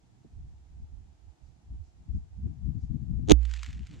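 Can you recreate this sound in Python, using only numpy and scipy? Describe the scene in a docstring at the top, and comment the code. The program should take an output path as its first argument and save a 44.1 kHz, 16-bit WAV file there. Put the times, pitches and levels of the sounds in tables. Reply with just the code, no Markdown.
"""One rifle shot on an open snowfield, close to the microphone.
Air hisses faintly, a hand knocks on the stock, a sleeve rustles; growing gusts buffet the two mic ports.
At 3.3 s four growing pre-echo copies from audio processing lead into the shot: a crack on a low thump.
A deep ring dies away, most likely the camera's mount, while the spruce edge scatters the shot back
as a crackling echo. A far tree line answers last, late and dull."""
import sys
import numpy as np
from scipy.fft import rfft, irfft, next_fast_len
from scipy.io import wavfile
from scipy.ndimage import uniform_filter1d, map_coordinates

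SR = 44100
rng = np.random.default_rng(int(sys.argv[2]) if len(sys.argv) > 2 else 0)


def waveform_to_disk(signal):
    """Save audio, clipped to [-1, 1], as 16-bit WAV at the path in sys.argv[1]."""
    frames = np.transpose(np.atleast_2d(signal))
    scaled = np.clip(frames, -1, 1) * 32767
    samples = np.round(scaled).astype(np.int16)
    wavfile.write(sys.argv[1], SR, samples)


N = 176400

# Table levels are relative; pan_db is left minus right.
# wind on the ports before, during and after the shot: time_s, rumble_db, flutter_db, pan_db
GUSTS = [(0.0, -70, -70.5, -2), (0.26, -68, -62, -9.5), (0.3, -65.5, -69, 1.0), (0.36, -44, -56, -10),
         (0.44, -47.5, -56.5, -1.5), (0.65, -58, -73, -5.5), (0.84, -44.5, -55.5, 4.5),
         (0.88, -56.5, -68.5, 0), (0.94, -46.5, -63.5, -8), (1.21, -64.5, -69.5, -9), (1.28, -45, -65, -17),
         (1.38, -85, -72, -6), (1.44, -51, -63.5, -15), (1.62, -69.5, -67, -8), (1.72, -40.5, -47.5, 7.5),
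         (1.82, -45.5, -70, -11), (1.92, -64, -74.5, -9), (2.02, -51, -53, 12), (2.06, -73, -63, -3.5),
         (2.1, -36.5, -45, 11), (2.16, -30.5, -42.5, 8), (2.28, -60, -68, 5), (2.31, -52, -65.5, -7),
         (2.41, -42.5, -43.5, -2.5), (2.46, -34.5, -36.5, 8), (2.55, -53, -50.5, 10.5),
         (2.69, -31, -33, 16), (2.71, -42, -42, 10.5), (2.78, -41, -37.5, 16), (2.81, -51, -56.5, -5),
         (2.84, -34.5, -40.5, 10.5), (2.88, -44.5, -50.5, 4), (2.91, -35.5, -33.5, 17),
         (3.0, -44.5, -36.5, 13.5), (3.2, -30, -36, 13), (3.26, -46, -33.5, 10.5)]
LULL = [(3.3, -37, -47, 9), (3.38, -67.5, -64, -11), (3.652, -61, -70, -20)]
LATE_GUSTS = [(3.69, -42.5, -51, 4.5), (3.816, -43, -46, -1.5), (3.84, -36, -68, 1.5),
              (3.886, -71, -53, -6), (3.928, -62, -45.5, -9), (4.0, -47, -55, 0)]
# sharpest buffets: start_s, level_db
BUFFETS = [(2.105, -46), (2.461, -26.5), (2.663, -31.5), (2.686, -37), (2.744, -33), (2.915, -30),
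           (2.971, -34), (3.015, -31), (3.082, -31), (3.125, -28.5), (3.188, -20.5), (3.238, -36)]
# air and wind spectra: freq_hz, gain_db
AIR_SPECTRUM = [(180, -23.5), (300, 0), (565, -14.5), (725, -5.5), (856, -8), (1060, -16), (2000, -19.5),
                (4440, -22.5), (7080, -21.5), (9000, -31.5), (11500, -35.5), (13000, -51), (16000, -57)]
RUMBLE_SPECTRUM = [(12, -36.5), (22, -3.5), (42, -9.5), (60, 7), (80, 0), (110, -12), (170, -35),
                   (300, -82.5), (800, -120)]
FLUTTER_SPECTRUM = [(55, -27.5), (105, 4), (170, 0), (250, -10), (320, -20), (480, -44), (800, -68),
                    (1600, -68), (3000, -78), (8000, -120)]
BUFFET_SPECTRUM = [(50, -19), (130, 1.5), (250, -1.5), (350, -13), (500, -29.5), (900, -48.5), (2500, -50),
                   (8000, -100)]

# sleeve strokes: centre_s, level_db
RUSTLES = [(1.47, -80), (1.87, -79), (2.16, -80.5), (2.835, -76)]
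# sleeve and stock spectra: freq_hz, gain_db
CLOTH_SPECTRUM = [(2000, -29.5), (4500, 1.5), (7000, 1.5), (9000, -16), (14000, -46.5)]
KNOCK_SPECTRUM = [(60, -23), (220, 4), (350, -2), (520, -18), (900, -33), (3000, -70), (8000, -110)]

# echoes off single trunks: start_s, level_db, pan_db
ECHOES = [(3.39, -54, -6), (3.4301, -43.5, -27), (3.4515, -35, -1), (3.495, -45.5, -15), (3.512, -35.5, 1),
          (3.5369, -28.5, -2.5), (3.5608, -37.5, -5), (3.6309, -27.5, 2.5), (3.6615, -34.5, 1),
          (3.705, -42, -2), (3.7287, -38.5, -1), (3.8688, -41.5, -1)]
# echo envelopes of the near wood and far tree line: time_s, level_db
WASH_LEVEL = [(3.33, -57.5), (3.375, -88), (3.42, -67), (3.49, -60.5), (3.55, -54), (3.61, -57),
              (3.66, -55), (3.74, -61.5), (3.83, -67.5), (3.9, -67.5), (3.935, -62), (4, -65)]
FAR_LEVEL = [(3.87, -100), (3.925, -55.5), (4, -59.5)]
# near and far echo spectra: freq_hz, gain_db
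FOREST_SPECTRUM = [(290, -49), (500, -20), (1640, -0.5), (2730, 0), (4210, -4.5), (5020, -8), (7530, -8),
                   (9360, -26.5), (12900, -32), (16000, -57)]
FAR_SPECTRUM = [(120, -2.5), (300, 5), (450, -8.5), (900, -19), (2000, -26), (6000, -33), (12000, -60)]
# left-right likeness of the wash: freq_hz, correlation
WASH_CORRELATION = [(500, 0.25), (2400, 1), (6000, 1), (12000, 0.32)]

# deep ring of the mount, midrange ring of the thump: pitch_hz, level_db, t60_s
MOUNT_MODES = [(58.83, -12, 0.9), (52.9, -13.5, 0.095), (126, -45, 0.43), (300, -27.5, 0.097)]
THUMP_BODY_MODES = [(713, -25.5, 0.03), (825, -33, 0.015), (1280, -33, 0.01)]

# four pre-echo copies, then the shot: crack_db, thump_db, thump_rise_s
PULSES = [(-41, -35.5, 0.0024), (-24.5, -18, 0.0021), (-9.5, -10.5, 0.0028), (-5.5, -6.5, 0.00059),
          (0.5, -0.5, 0.0003)]
# shock, trailing sizzle and muzzle gas spectra: freq_hz, gain_db
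CRACK_SPECTRUM = [(200, 19.5), (900, 7), (1500, -18), (2100, 8), (3600, 12.5), (4550, 7), (5000, 3.5),
                  (5450, 6.5), (6700, 11.5), (7600, -7.5), (9500, -9), (12000, -35), (15000, -27),
                  (16500, -47)]
SIZZLE_SPECTRUM = [(400, -18), (1300, 6.5), (4000, 1), (7000, 0), (10000, -13), (13000, -31), (16000, -41)]
GAS_SPECTRUM = [(150, -13), (450, -11), (600, -14), (760, 3), (1080, -16), (1300, 2), (2000, -7),
                (4000, -26), (7000, -22), (10000, -35), (16000, -56)]
# thump at the left port against the right: freq_hz, gain_db
LEFT_PORT = [(100, -16.5), (320, -12), (430, -15.5), (720, 0), (1200, 2.5)]

SHOT_S = 3.3136  # start of the shot's thump
THUMP_GAP_S, CRACK_GAP_S = 0.0097, 0.010667  # pre-echo spacing
TIME_S = np.arange(N) / SR


def amp(db):
    """Decibels to gain."""
    return 10 ** (np.asarray(db) / 20)


def unit(x):
    """x at rms 1."""
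    return x / np.sqrt(np.mean(x ** 2) + 1e-20)


def along(points, hz):
    """Interpolate (freq_hz, value) points on a log axis."""
    freq_hz, values = np.transpose(points)
    return np.interp(np.log(hz + 1), np.log(freq_hz + 1), values)


def curves(rows):
    """One per-sample curve for each column after time_s."""
    time_s, *columns = np.transpose(rows)
    return [np.interp(TIME_S, time_s, column) for column in columns]


def since(start_s):
    """Seconds since start_s, zero before."""
    return np.maximum(TIME_S - start_s, 0)


def fade(t, t60_s):
    """Decay of 60 dB in t60_s."""
    return np.exp(-np.log(1000) * t / t60_s)


def burst(start_s, t60_s, rise_s):
    """Envelope of a hit."""
    t = since(start_s)
    return (1 - np.exp(-t / rise_s)) * fade(t, t60_s)


def ring(start_s, modes):
    """Damped sines struck together."""
    t = since(start_s)
    return sum(amp(db) * np.sin(2 * np.pi * hz * t) * fade(t, t60_s) for hz, db, t60_s in modes)


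def wobble(rate_hz):
    """Smooth random curve, rate_hz knots a second."""
    knots = rng.standard_normal(int(N * rate_hz / SR) + 4)
    return map_coordinates(knots, [TIME_S * rate_hz])


def panned(pan_db):
    """Left and right gains of mean power 1."""
    pan_db = np.atleast_1d(pan_db)
    gains = amp(np.array([pan_db, -pan_db]) / 2)
    return gains / np.sqrt(np.mean(gains ** 2, axis=0))


def filtered(x, response):
    """x through a frequency response."""
    size = next_fast_len(N + SR // 2)
    return irfft(rfft(x, size) * response(np.fft.rfftfreq(size, 1 / SR)), size)[..., :N]


def noise(spectrum, correlation):
    """Stereo noise of rms 1; correlation is a number or (freq_hz, value) points."""
    def response(hz):
        likeness = np.full_like(hz, correlation) if np.isscalar(correlation) else along(correlation, hz)
        angle = np.arccos(np.clip(likeness, -1, 1)) / 2
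        return amp(along(spectrum, hz)) * np.array([np.cos(angle), np.sin(angle)])
    mid, side = filtered(rng.standard_normal((2, N)), response)
    return unit(np.array([mid + side, mid - side]))


def steadied(x, window_samples):
    """x with its slow swells divided out."""
    power = uniform_filter1d(np.mean(x ** 2, axis=0), window_samples)
    return x / np.sqrt(np.abs(power) + 1e-6)


def air(lag_s=0.00023):
    """Faint steady hiss, reaching the left port later."""
    hiss = amp(-71) * noise(AIR_SPECTRUM, correlation=0.13)
    return filtered(hiss, lambda hz: np.exp(1j * np.pi * hz * lag_s * np.array([[-1], [1]])))


def gusts():
    """Wind on the ports: a low rumble under a flapping flutter."""
    rumble_db, flutter_db, pan_db = curves([*GUSTS, *LULL, *LATE_GUSTS])
    rumble = steadied(noise(RUMBLE_SPECTRUM, correlation=0.25), window_samples=3000)
    flap_db = 4 * np.clip(wobble(rate_hz=42), -2, 1)
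    flutter = unit(amp(flap_db)) * steadied(noise(FLUTTER_SPECTRUM, correlation=0.14), 2000)
    return panned(pan_db) * (amp(rumble_db + 3.5) * rumble + amp(flutter_db + 2.5) * flutter)


def buffets():
    """Short blows of wind, mostly on the left port."""
    blows = sum(amp(db - 1) * burst(start_s, t60_s=0.05, rise_s=0.012) for start_s, db in BUFFETS)
    turbulence = steadied(noise(BUFFET_SPECTRUM, correlation=0.3), window_samples=800)
    return panned(9) * blows * turbulence


def handling(rustle_width_s=0.04):
    """A hand shifts on the stock with one soft knock; a sleeve rustles."""
    hit = amp(-44) * burst(start_s=0.245, t60_s=0.057, rise_s=0.0012)
    knock = hit * noise(KNOCK_SPECTRUM, correlation=0.56)
    strokes = sum(amp(db) * np.exp(-((TIME_S - at_s) / rustle_width_s) ** 2) for at_s, db in RUSTLES)
    return knock + strokes * noise(CLOTH_SPECTRUM, correlation=0.44)


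def forest():
    """Near trunks return single cracks, the wood a grainy wash, the far tree line a dull answer."""
    wash_db, = curves(WASH_LEVEL)
    far_db, = curves(FAR_LEVEL)
    grain = unit(amp(4.15 * wobble(rate_hz=450)))
    wash = amp(wash_db) * grain * noise(FOREST_SPECTRUM, WASH_CORRELATION)
    far = amp(far_db) * noise(FAR_SPECTRUM, correlation=0.53)
    returns = sum(amp(db - 5) * panned(pan_db) * burst(start_s, t60_s=0.019, rise_s=0.00077)
                  for start_s, db, pan_db in ECHOES)
    trunks = returns * steadied(noise(FOREST_SPECTRUM, correlation=0.87), window_samples=150)
    return (wash + far) * (TIME_S > SHOT_S) + trunks


def mount():
    """Recoil leaves the mount ringing, mostly on the right."""
    return amp(-3) * panned(-16.5) * ring(start_s=3.3285, modes=MOUNT_MODES)


def thump_body():
    """A brief midrange ring that gives each thump body, alike left and right."""
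    return sum(amp(thump_db) * ring(SHOT_S - k * THUMP_GAP_S, THUMP_BODY_MODES)
               for k, (_, thump_db, _) in enumerate(PULSES[::-1]))


def thump(start_s, rise_s, start_hz=777, end_hz=281, sag_s=0.002, hold_s=0.0068, push_hz=165):
    """A pressure swing sagging in pitch, on a lower push."""
    t = since(start_s)
    cycles = end_hz * t + (start_hz - end_hz) * sag_s * (1 - np.exp(-t / sag_s))
    swing = amp(-1.5) * np.sin(2 * np.pi * cycles) * fade(since(start_s + hold_s), t60_s=0.032)
    push = amp(-2) * np.sin(2 * np.pi * push_hz * t) * fade(t, t60_s=0.05)
    return (1 - np.exp(-t / rise_s)) * (swing + push)


def blast():
    """Muzzle blast: a thump and its pre-echo copies, in antiphase on the ports, plus one puff of gas."""
    right = sum(amp(thump_db) * thump(SHOT_S - k * THUMP_GAP_S, rise_s)
                for k, (_, thump_db, rise_s) in enumerate(PULSES[::-1]))
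    left = -filtered(right, lambda hz: amp(along(LEFT_PORT, hz)))
    gas = steadied(noise(GAS_SPECTRUM, correlation=[(800, -1.0), (2500, 0.9)]), window_samples=200)
    puff = amp(-12.5) * burst(SHOT_S, t60_s=0.008, rise_s=0.00042) * gas
    return np.array([left, right]) + puff


def crack(lag_s=0.0057, pair_gap_s=0.000298, sizzle_rise_s=0.0024):
    """The shot's shock pair and its pre-echo copies of alternating sign, each in a brief sizzle."""
    hz = np.fft.rfftfreq(N, 1 / SR)
    impulses = trails = 0
    for k, (crack_db, _, _) in enumerate(PULSES[::-1]):
        start_s = SHOT_S + lag_s - k * CRACK_GAP_S
        sign = -(-1) ** k
        impulses += sign * amp(crack_db) * np.exp(-2j * np.pi * hz * start_s)
        swell = np.exp(np.minimum(TIME_S - start_s, 0) / sizzle_rise_s)
        trails += amp(crack_db) * swell * fade(since(start_s), t60_s=0.017)
    pair = 1 + 0.45 * np.exp(-2j * np.pi * hz * pair_gap_s)
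    shocks = irfft(impulses * pair * amp(along(CRACK_SPECTRUM, hz)), N)
    sizzle = amp(-24.5) * trails * noise(SIZZLE_SPECTRUM, correlation=0.2)
    return panned(2) * shocks + sizzle


def scene():
    """Wind and handling, the shot, its ring and echo."""
    background = gusts() + buffets() + air() + handling()
    return background + blast() + crack() + thump_body() + mount() + forest()


def record(dry):
    """Soft clip near full scale, then a steep low-pass."""
    cutoff_hz = 16400
    clipped = dry / (1 + np.abs(dry) ** 8) ** (1 / 8)
    return filtered(clipped, lambda hz: 1 / (1 + (hz / cutoff_hz) ** 90))


dry = scene()
out = record(dry)
waveform_to_disk(out)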